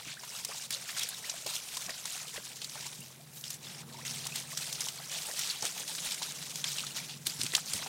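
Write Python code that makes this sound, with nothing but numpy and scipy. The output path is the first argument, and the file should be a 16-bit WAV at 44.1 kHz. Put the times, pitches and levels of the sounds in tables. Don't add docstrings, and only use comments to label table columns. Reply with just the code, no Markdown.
import sys
import numpy as np
from scipy import signal
from scipy.fft import rfft, irfft, next_fast_len
from scipy.io import wavfile
from scipy.ndimage import uniform_filter1d, map_coordinates

SR = 44100
rng = np.random.default_rng(int(sys.argv[2]) if len(sys.argv) > 2 else 0)


def log_audio(samples):
    frames = np.atleast_2d(samples).T
    limited = np.clip(frames, -1, 1)
    pcm = np.round(limited * 32767).astype(np.int16)
    wavfile.write(sys.argv[1], SR, pcm)


N = 347508

# (frequency [Hz], level [dB])
SPRAY_COLOUR = [(410, -27.5), (700, -12.5), (1680, -10), (3760, -1), (4460, -2), (5570, -0.5), (8790, -2),
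                (11300, -9), (14200, -10.5), (15800, -15.5)]


def amp(db):
    return 10 ** (np.asarray(db) / 20)


def unit(x):
    return x / np.sqrt(np.mean(x ** 2) + 1e-20)


def curves(rows):
    s, *cols = np.transpose(rows)
    return [np.interp(np.arange(N) / SR, s, c) for c in cols]


def wobble(rate):
    knots = rng.standard_normal(int(N * rate / SR) + 4)
    return map_coordinates(knots, [np.arange(N) * rate / SR])


def filtered(x, response):
    size = next_fast_len(len(x) + 4096)
    spectrum = rfft(x, size) * response(np.fft.rfftfreq(size, 1 / SR))
    return irfft(spectrum, size)[:len(x)]


def coloured(x, points):
    f, db = np.transpose(points)
    return unit(filtered(x, lambda hz: amp(np.interp(np.log(hz + 1), np.log(f), db))))


def around(centre_hz, width):
    return lambda hz: 1 / (1 + (np.log2((hz + 1) / centre_hz) / width) ** 2)


def add(track, s, sound):
    start = int(np.clip(round(s * SR), 0, N - 1))
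    track[start:start + len(sound)] += sound[:N - start]


def patchy(x, depth_db):
    z = signal.stft(x, nperseg=256)[2]
    field = rng.standard_normal(z.shape)
    for axis in (0, 1, 0, 1):
        field = uniform_filter1d(field, size=6, axis=axis)
    changed = signal.istft(z * amp(depth_db * unit(field)), nperseg=256)[1]
    return unit(changed[:N])


def bubble(t, hz, t60, rise, swell=2):
    age = t / t60
    ring = np.sin(2 * np.pi * hz * t * (1 + rise * age / 2))
    return ring * amp(-60 * age) * (1 - np.exp(-hz * t / swell))


def bubbles(count, size, low_hz, high_hz, cycles, spread_db, rise, swell):
    when, pitch, life, bulk = rng.random((count, 4)).T[:, :, None]
    hz = low_hz * (high_hz / low_hz) ** pitch
    strength = amp(-spread_db * np.log(np.maximum(1 - bulk, .02))) * np.sqrt(hz)
    t60 = cycles * (.5 + life) / hz
    rings = strength * bubble(np.arange(size) / SR, hz, t60, rise, swell)
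    index = (when * N).astype(int) + np.arange(size)
    return unit(np.bincount(index.ravel(), rings.ravel(), N)[:N])


def stirring():
    # (time [s], relative trickle level [dB], relative gurgle level [dB])
    wash = [(0.0, -54, -49.5), (0.7, -58.0, -54.5), (1.1, -49, -48), (2.2, -50.5, -54.0),
            (2.95, -53.5, -55), (3.25, -63, -64.5), (3.9, -59.5, -52.0), (5.05, -51, -48.5),
            (5.6, -50, -53), (6.45, -49, -52), (7.2, -55.5, -59.0), (7.88, -55.5, -52)]
    # (time [s], length
    # of the push [s], t60 of the falling spray [s], relative droplet level [dB], relative fine mist level [dB],
    # relative gurgle level [dB])
    steps = [(0.064, 0.059, 0.25, -44.5, -58, -57), (0.208, 0.055, 2.3, -53.0, -48.0, -53.0),
             (0.325, 0.08, 0.48, -44.5, -44.5, -51), (0.476, 0.175, 0.28, -45.5, -47, -52),
             (0.706, 0.015, 0.92, -41.0, -45, -48.5), (0.873, 0.025, 0.37, -42.5, -41, -51.0),
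             (0.945, 0.095, 0.21, -39.5, -45.5, -51), (1.241, 0.035, 0.59, -45.5, -44.5, -49),
             (1.46, 0.105, 0.21, -41.5, -40.5, -47), (1.706, 0.135, 0.24, -47.5, -44.5, -48),
             (1.87, 0.035, 0.36, -55.5, -64, -46), (2.049, 0.13, 1, -43.5, -45.0, -48),
             (2.331, 0.045, 0.17, -51.0, -47, -42.5), (2.44, 0.016, 0.11, -44, -50.5, -63),
             (2.621, 0.027, 0.17, -50.5, -57, -60), (2.711, 0.15, 0.27, -47, -47, -46),
             (3.33, 0.057, 0.38, -65.5, -51, -70), (3.435, 0.12, 0.12, -48.5, -47.5, -60.5),
             (3.62, 0.195, 0.13, -49, -52, -57), (3.919, 0.125, 0.49, -59, -58, -55.0),
             (4.047, 0.042, 1.5, -41, -42.5, -66), (4.247, 0.035, 0.39, -49.5, -49, -60),
             (4.338, 0.055, 0.21, -40, -42, -46), (4.499, 0.035, 0.3, -46.5, -42, -45.5),
             (4.566, 0.175, 1.8, -44.5, -43, -61), (4.798, 0.095, 0.23, -45, -43.0, -54.0),
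             (5.105, 0.055, 0.85, -42, -42.5, -44), (5.247, 0.054, 0.67, -49, -40.5, -45),
             (5.357, 0.15, 0.44, -38.5, -41.5, -55), (5.621, 0.045, 0.48, -38.0, -40, -47),
             (5.758, 0.045, 0.26, -42, -41.5, -47), (5.876, 0.17, 0.78, -46, -42.5, -47.5),
             (6.037, 0.06, 0.49, -40.0, -41, -43.5), (6.214, 0.075, 0.33, -42.5, -46, -49.5),
             (6.554, 0.022, 0.33, -46.5, -42.5, -61), (6.64, 0.125, 0.98, -40.0, -41.5, -58),
             (6.942, 0.041, 0.39, -42, -44.5, -46), (7.082, 0.054, 0.17, -46.5, -53, -52.5),
             (7.25, 0.025, 0.89, -42.5, -41, -67), (7.385, 0.055, 0.63, -41.0, -41.0, -58),
             (7.529, 0.035, 0.3, -41, -39, -40.5), (7.651, 0.095, 0.33, -43.5, -43.5, -61),
             (7.731, 0.045, 1.5, -42.5, -42.5, -43)]
    # (middle time [s], depth [dB])
    pauses = [(0.162, 5.5), (0.686, 6), (3.58, 2), (3.85, 4.5), (4.545, 5), (5.593, 0.5), (7.2, 4.5)]
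    attack_s, sag_db_per_s = 0.0079, 10.5
    pause_s = .019

    trickle_db, churn_db = curves(wash)
    power = amp([trickle_db, trickle_db + 1.5, churn_db + 1]) ** 2
    t = np.arange(SR) / SR
    for s, length, t60, *levels_db in steps:
        sag_db = sag_db_per_s * np.minimum(t, length)
        fall_db = sag_db + 60 * np.maximum(t - length, 0) / t60
        surge = (1 - np.exp(-t / attack_s)) * amp(-fall_db)
        for layer, db in zip(power, levels_db):
            add(layer, s, (amp(db) * surge) ** 2)
    now = np.arange(N) / SR
    pause_db = sum(db * np.exp(-((now - s) / pause_s) ** 4) for s, db in pauses)
    return 10 * np.log10(power) - pause_db


def spray(drop_db, mist_db):
    drops = bubbles(count=8000, size=256, low_hz=1267, high_hz=7120,
                    cycles=15.7, spread_db=2.0, rise=0.3, swell=0.28)
    tinkle = bubbles(count=2600, size=700, low_hz=2000, high_hz=11000,
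                     cycles=42, spread_db=3.6, rise=.15, swell=2)
    mist = bubbles(count=12000, size=96, low_hz=4240, high_hz=15600,
                   cycles=6.4, spread_db=-1.0, rise=.1, swell=0.4)
    ticks = bubbles(count=450, size=128, low_hz=2630, high_hz=14200,
                    cycles=5.6, spread_db=2.5, rise=0.086, swell=.3)
    near = amp(-4) * tinkle + amp(-5) * ticks

    coarse = lambda hz: 1 / np.sqrt(1 + (hz / 5500) ** 6)
    fine = lambda hz: np.sqrt(1 - coarse(hz) ** 2)
    patter = coloured(drops + near + amp(8.5) * rng.standard_normal(N), SPRAY_COLOUR)
    fizz = coloured(mist + near + amp(7.0) * rng.standard_normal(N), SPRAY_COLOUR)
    patter = patchy(filtered(patter, coarse), depth_db=2.0)
    fizz = patchy(filtered(fizz, fine), depth_db=2.0)
    clumps = amp(1.26 * wobble(60) + 1.16 * wobble(280))
    return clumps * (amp(drop_db - 0.13) * patter + amp(mist_db + 0.34) * fizz)


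def gurgle(level_db):
    # (frequency [Hz], level [dB])
    gurgle_colour = [(200, -4.5), (350, -9), (600, -3), (1200, -1), (2000, 0), (4000, 8.5), (9000, -24)]
    swarm = bubbles(count=2600, size=1500, low_hz=378.8, high_hz=2600,
                    cycles=16.0, spread_db=2.5, rise=0.32, swell=1.9)
    slosh = rng.standard_normal(N) * amp(7.34 * wobble(70))
    return amp(level_db - 4.5) * coloured(swarm + amp(-3) * slosh, gurgle_colour)


def engine():
    # (time [s], shaft speed [Hz])
    shaft = [(0, 17.6), (1.3, 18.1), (3, 18.8), (4.2, 19.33), (5, 19.62), (6.4, 19.9), (7.88, 20.15)]
    # (time [s], relative exhaust note level [dB], relative rumble level [dB])
    loudness = [(0, -64.5, -71), (1.03, -68, -66.5), (2.39, -66.5, -68), (2.72, -62.5, -64),
                (3.47, -57.5, -66), (3.64, -59, -60), (4.15, -52, -59.5), (4.96, -58.5, -64),
                (5.4, -69.5, -62.5), (7.02, -58, -58.5), (7.16, -53.5, -65), (7.88, -60, -58)]
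    # (multiple of the shaft speed [1], relative level [dB])
    exhaust = [(5, -13.5), (6, -30), (7, -0.5), (8, -2.5), (9, -27), (11, -28), (12, -10), (19, -20),
               (20, -21), (21, -21), (25, -17)]
    rumble_colour = [(40, -36), (75, -16), (105, -20.0), (150, 2.5), (200, -3.5), (290, -11),
                     (500, -12.5), (900, -13.0), (2000, -39)]

    (shaft_hz,), (note_db, rumble_db) = curves(shaft), curves(loudness)
    angle = 2 * np.pi * np.cumsum(shaft_hz) / SR
    silencer = around(173.0, width=0.022)
    note = np.zeros(N)
    for order, db in exhaust:
        fading_db = 1.2 * wobble(3)
        waver = .2 * wobble(5)
        resonance_db = 6.4 * silencer(order * shaft_hz)
        note += amp(db + fading_db + resonance_db) * np.sin(order * angle + waver)
    rumble = coloured(rng.standard_normal(N), rumble_colour)
    return amp(note_db + 1.0) * note + amp(rumble_db + 3.0) * rumble


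def rush_and_hiss():
    # (frequency [Hz], level [dB])
    rush_colour = [(25, -43), (70, -12.5), (140, 6.5), (300, -3), (700, -12), (2000, -7.5), (6000, -17),
                   (10000, -7.5), (15000, -11.5)]
    return amp(-59) * coloured(rng.standard_normal(N), rush_colour)


def thuds():
    # (time [s], relative level [dB])
    footfalls = [(0.065, -45), (1.457, -61), (1.86, -45), (2.389, -49), (2.988, -45), (5.626, -47),
                 (7.138, -42), (7.268, -39.5), (7.389, -40), (7.432, -35), (7.743, -38)]
    turf_colour = [(40, -53), (110, -2), (190, -1.0), (380, -13.5), (900, -46), (3000, -70)]
    track, t = np.zeros(N), np.arange(8192) / SR
    push = amp(-60 * t / 0.11) * (1 - np.exp(-t / 0.0029))
    for s, db in footfalls:
        earth = coloured(rng.standard_normal(len(t)), turf_colour)
        add(track, s, amp(db - 1.5) * earth * push)
    return track


def chirps():
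    # (time [s], relative level [dB], starting pitch [Hz], rise in pitch per t60 [share])
    rising = [(0.168, -39, 1380, 1.25), (1.24, -35, 1720, 1.4), (3.017, -42, 2700, 0.22),
              (3.195, -47.5, 617, 0.76), (3.942, -39.5, 925, 0.078), (3.983, -39, 780, 1.9),
              (4.012, -43.5, 1700, 0.97), (4.321, -35, 2440, 0.32), (4.526, -41, 1010, 0.61)]
    t60_at_1khz = 0.0525
    track, t = np.zeros(N), np.arange(6000) / SR
    for s, db, hz, rise in rising:
        t60 = t60_at_1khz * (1000 / hz) ** .5
        add(track, s, amp(db + 6) * bubble(t, hz, t60, rise, swell=7.9))
    return track


def plops():
    # (time [s], relative level [dB], starting pitch [Hz])
    pockets = [(0.234, -35.5, 940), (0.516, -31.5, 1120), (0.547, -39, 795), (0.706, -31, 1570),
               (0.89, -28, 1680), (0.993, -35, 1750), (1.339, -34, 647), (1.77, -33, 970),
               (1.879, -32, 1110), (1.893, -28.5, 1820), (2.052, -32, 1000), (2.359, -31, 1750),
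               (2.754, -35, 840), (4.262, -33, 1060), (4.866, -32, 975), (5.171, -36, 655),
               (5.763, -35, 715), (6.217, -37, 915), (6.836, -30, 1240), (7.536, -23, 1940),
               (7.578, -23.5, 1244), (7.825, -33, 1130), (7.862, -30, 795)]
    track, t = np.zeros(N), np.arange(6000) / SR
    pinch = amp(-60 * t / 0.038) * (1 - np.exp(-t / 0.00051))
    for s, db, hz in pockets:
        gulp = unit(filtered(rng.standard_normal(len(t)), around(hz, width=0.62))) * pinch
        t60 = 0.041 * (900 / hz) ** .5
        ring = bubble(t, hz, t60, rise=0.27, swell=1.6)
        add(track, s, amp(db) * (amp(-6.0) * ring + amp(-9.5) * gulp))
    return track


def slap(db, hz, treble_db):
    t = np.arange(4096) / SR
    noise = coloured(rng.standard_normal(len(t)), SPRAY_COLOUR)
    spatter = noise + 1.35 * filtered(noise, around(hz, width=0.25))
    crack = spatter * (t / .0016) * np.exp(1 - t / 0.0019)
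    crack *= 9 / np.linalg.norm(crack)
    trail_db = -41 + 0.22 * db
    trail = noise * amp(trail_db - 60 * t / 0.053) * (1 - np.exp(-t / 0.0029))
    burst = bubble(np.maximum(t - .0012, 0), hz, 0.0021, rise=0.1, swell=0.93)
    treble_gain = amp(treble_db + 10.5)
    shelf = lambda f: 1 + (treble_gain - 1) / (1 + (9500 / (f + 1)) ** 6)
    return filtered(amp(db - 13.0) * crack + trail + amp(db - 3.5) * burst, shelf)


def slaps():
    # (time [s], relative level [dB], starting pitch of the burst [Hz], relative treble level [dB])
    impacts = [(0.448, -15, 5830, -6), (0.7054, -15.5, 2360, -5.5), (0.7245, -25.5, 5990, 1),
               (0.993, -14.5, 3730, -7), (1.0318, -15, 5640, -4), (1.088, -23, 9700, 0.5),
               (1.2958, -12, 5600, -33.5), (1.463, -19.5, 3460, -4), (1.7686, -15.5, 4250, -9),
               (2.0548, -16, 9000, -22), (2.617, -20, 4670, -21), (2.644, -18.5, 4600, -14),
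               (2.865, -21, 7140, -23), (3.004, -37, 9000, 1), (3.4388, -21, 3250, -23),
               (3.5034, -20.5, 6040, -2), (3.5408, -29, 6740, -3), (4.267, -14, 9700, -16),
               (4.3568, -15, 3940, -10), (4.5731, -14.5, 5440, -8), (4.7261, -15.5, 5500, -9),
               (4.806, -13, 5600, -11), (4.885, -15.5, 3100, -17.5), (5.391, -16, 5600, -1),
               (5.623, -15, 5600, -11), (5.877, -19.5, 4740, -21), (5.949, -20, 4900, -20),
               (6.119, -17, 3440, -25), (6.1437, -17.5, 8600, -14), (6.22, -17, 3900, -28),
               (6.2282, -14.5, 3880, -30), (6.556, -17, 4800, -11), (6.641, -9.5, 3150, -36),
               (6.783, -14, 3000, -29), (6.866, -18, 3840, -20), (7.2674, -9, 4200, -4),
               (7.413, -11, 4200, -24), (7.433, -14.5, 8600, -10), (7.4632, -16, 3170, -28),
               (7.5497, -2, 3620, -17), (7.565, -12, 6900, -17), (7.7338, -9.5, 9300, -17)]
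    track = np.zeros(N)
    for s, db, hz, treble_db in impacts:
        add(track, s, slap(db, hz, treble_db))
    return track


def plunges():
    # (time [s], relative level [dB], pitch of the cavity [Hz])
    hollows = [(0.491, -43, 620), (1.46, -41.5, 545), (1.888, -42.5, 719), (2.379, -47, 510),
               (5.289, -43.5, 600), (5.625, -35.5, 780), (5.641, -39, 540), (5.797, -47, 517),
               (6.216, -43, 895), (7.535, -44.5, 364)]
    track, t = np.zeros(N), np.arange(6000) / SR
    collapse = amp(-60 * t / 0.071) * (1 - np.exp(-t / 0.0019))
    for s, db, hz in hollows:
        glug = filtered(rng.standard_normal(len(t)), around(hz, width=0.59)) * collapse
        glug /= np.abs(glug).max()
        ring = bubble(t, hz, 0.025, rise=0.11, swell=0.65)
        add(track, s, amp(db) * (amp(4) * glug + amp(7) * ring))
    return track


def swishes():
    # (time [s], length [s], rms level before the swell [dB])
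    brushes = [(2.96, .2, -61), (3.293, 0.19, -52)]
    track = np.zeros(N)
    for s, length, db in brushes:
        swell = np.hanning(int(length * SR))
        hiss = unit(filtered(rng.standard_normal(len(swell)), around(13400, width=.28)))
        add(track, s, amp(db) * swell * hiss)
    return track


def scene():
    drop_db, mist_db, gurgle_db = stirring()
    water = spray(drop_db, mist_db) + gurgle(gurgle_db)
    water += chirps() + plops() + slaps() + plunges()
    field = engine() + rush_and_hiss() + thuds() + swishes()
    return (water + field)[None]


def record(dry):
    top_hz = 15900
    return filtered(dry[0], lambda hz: hz < top_hz)[None]


dry = scene()
out = record(dry)
log_audio(out)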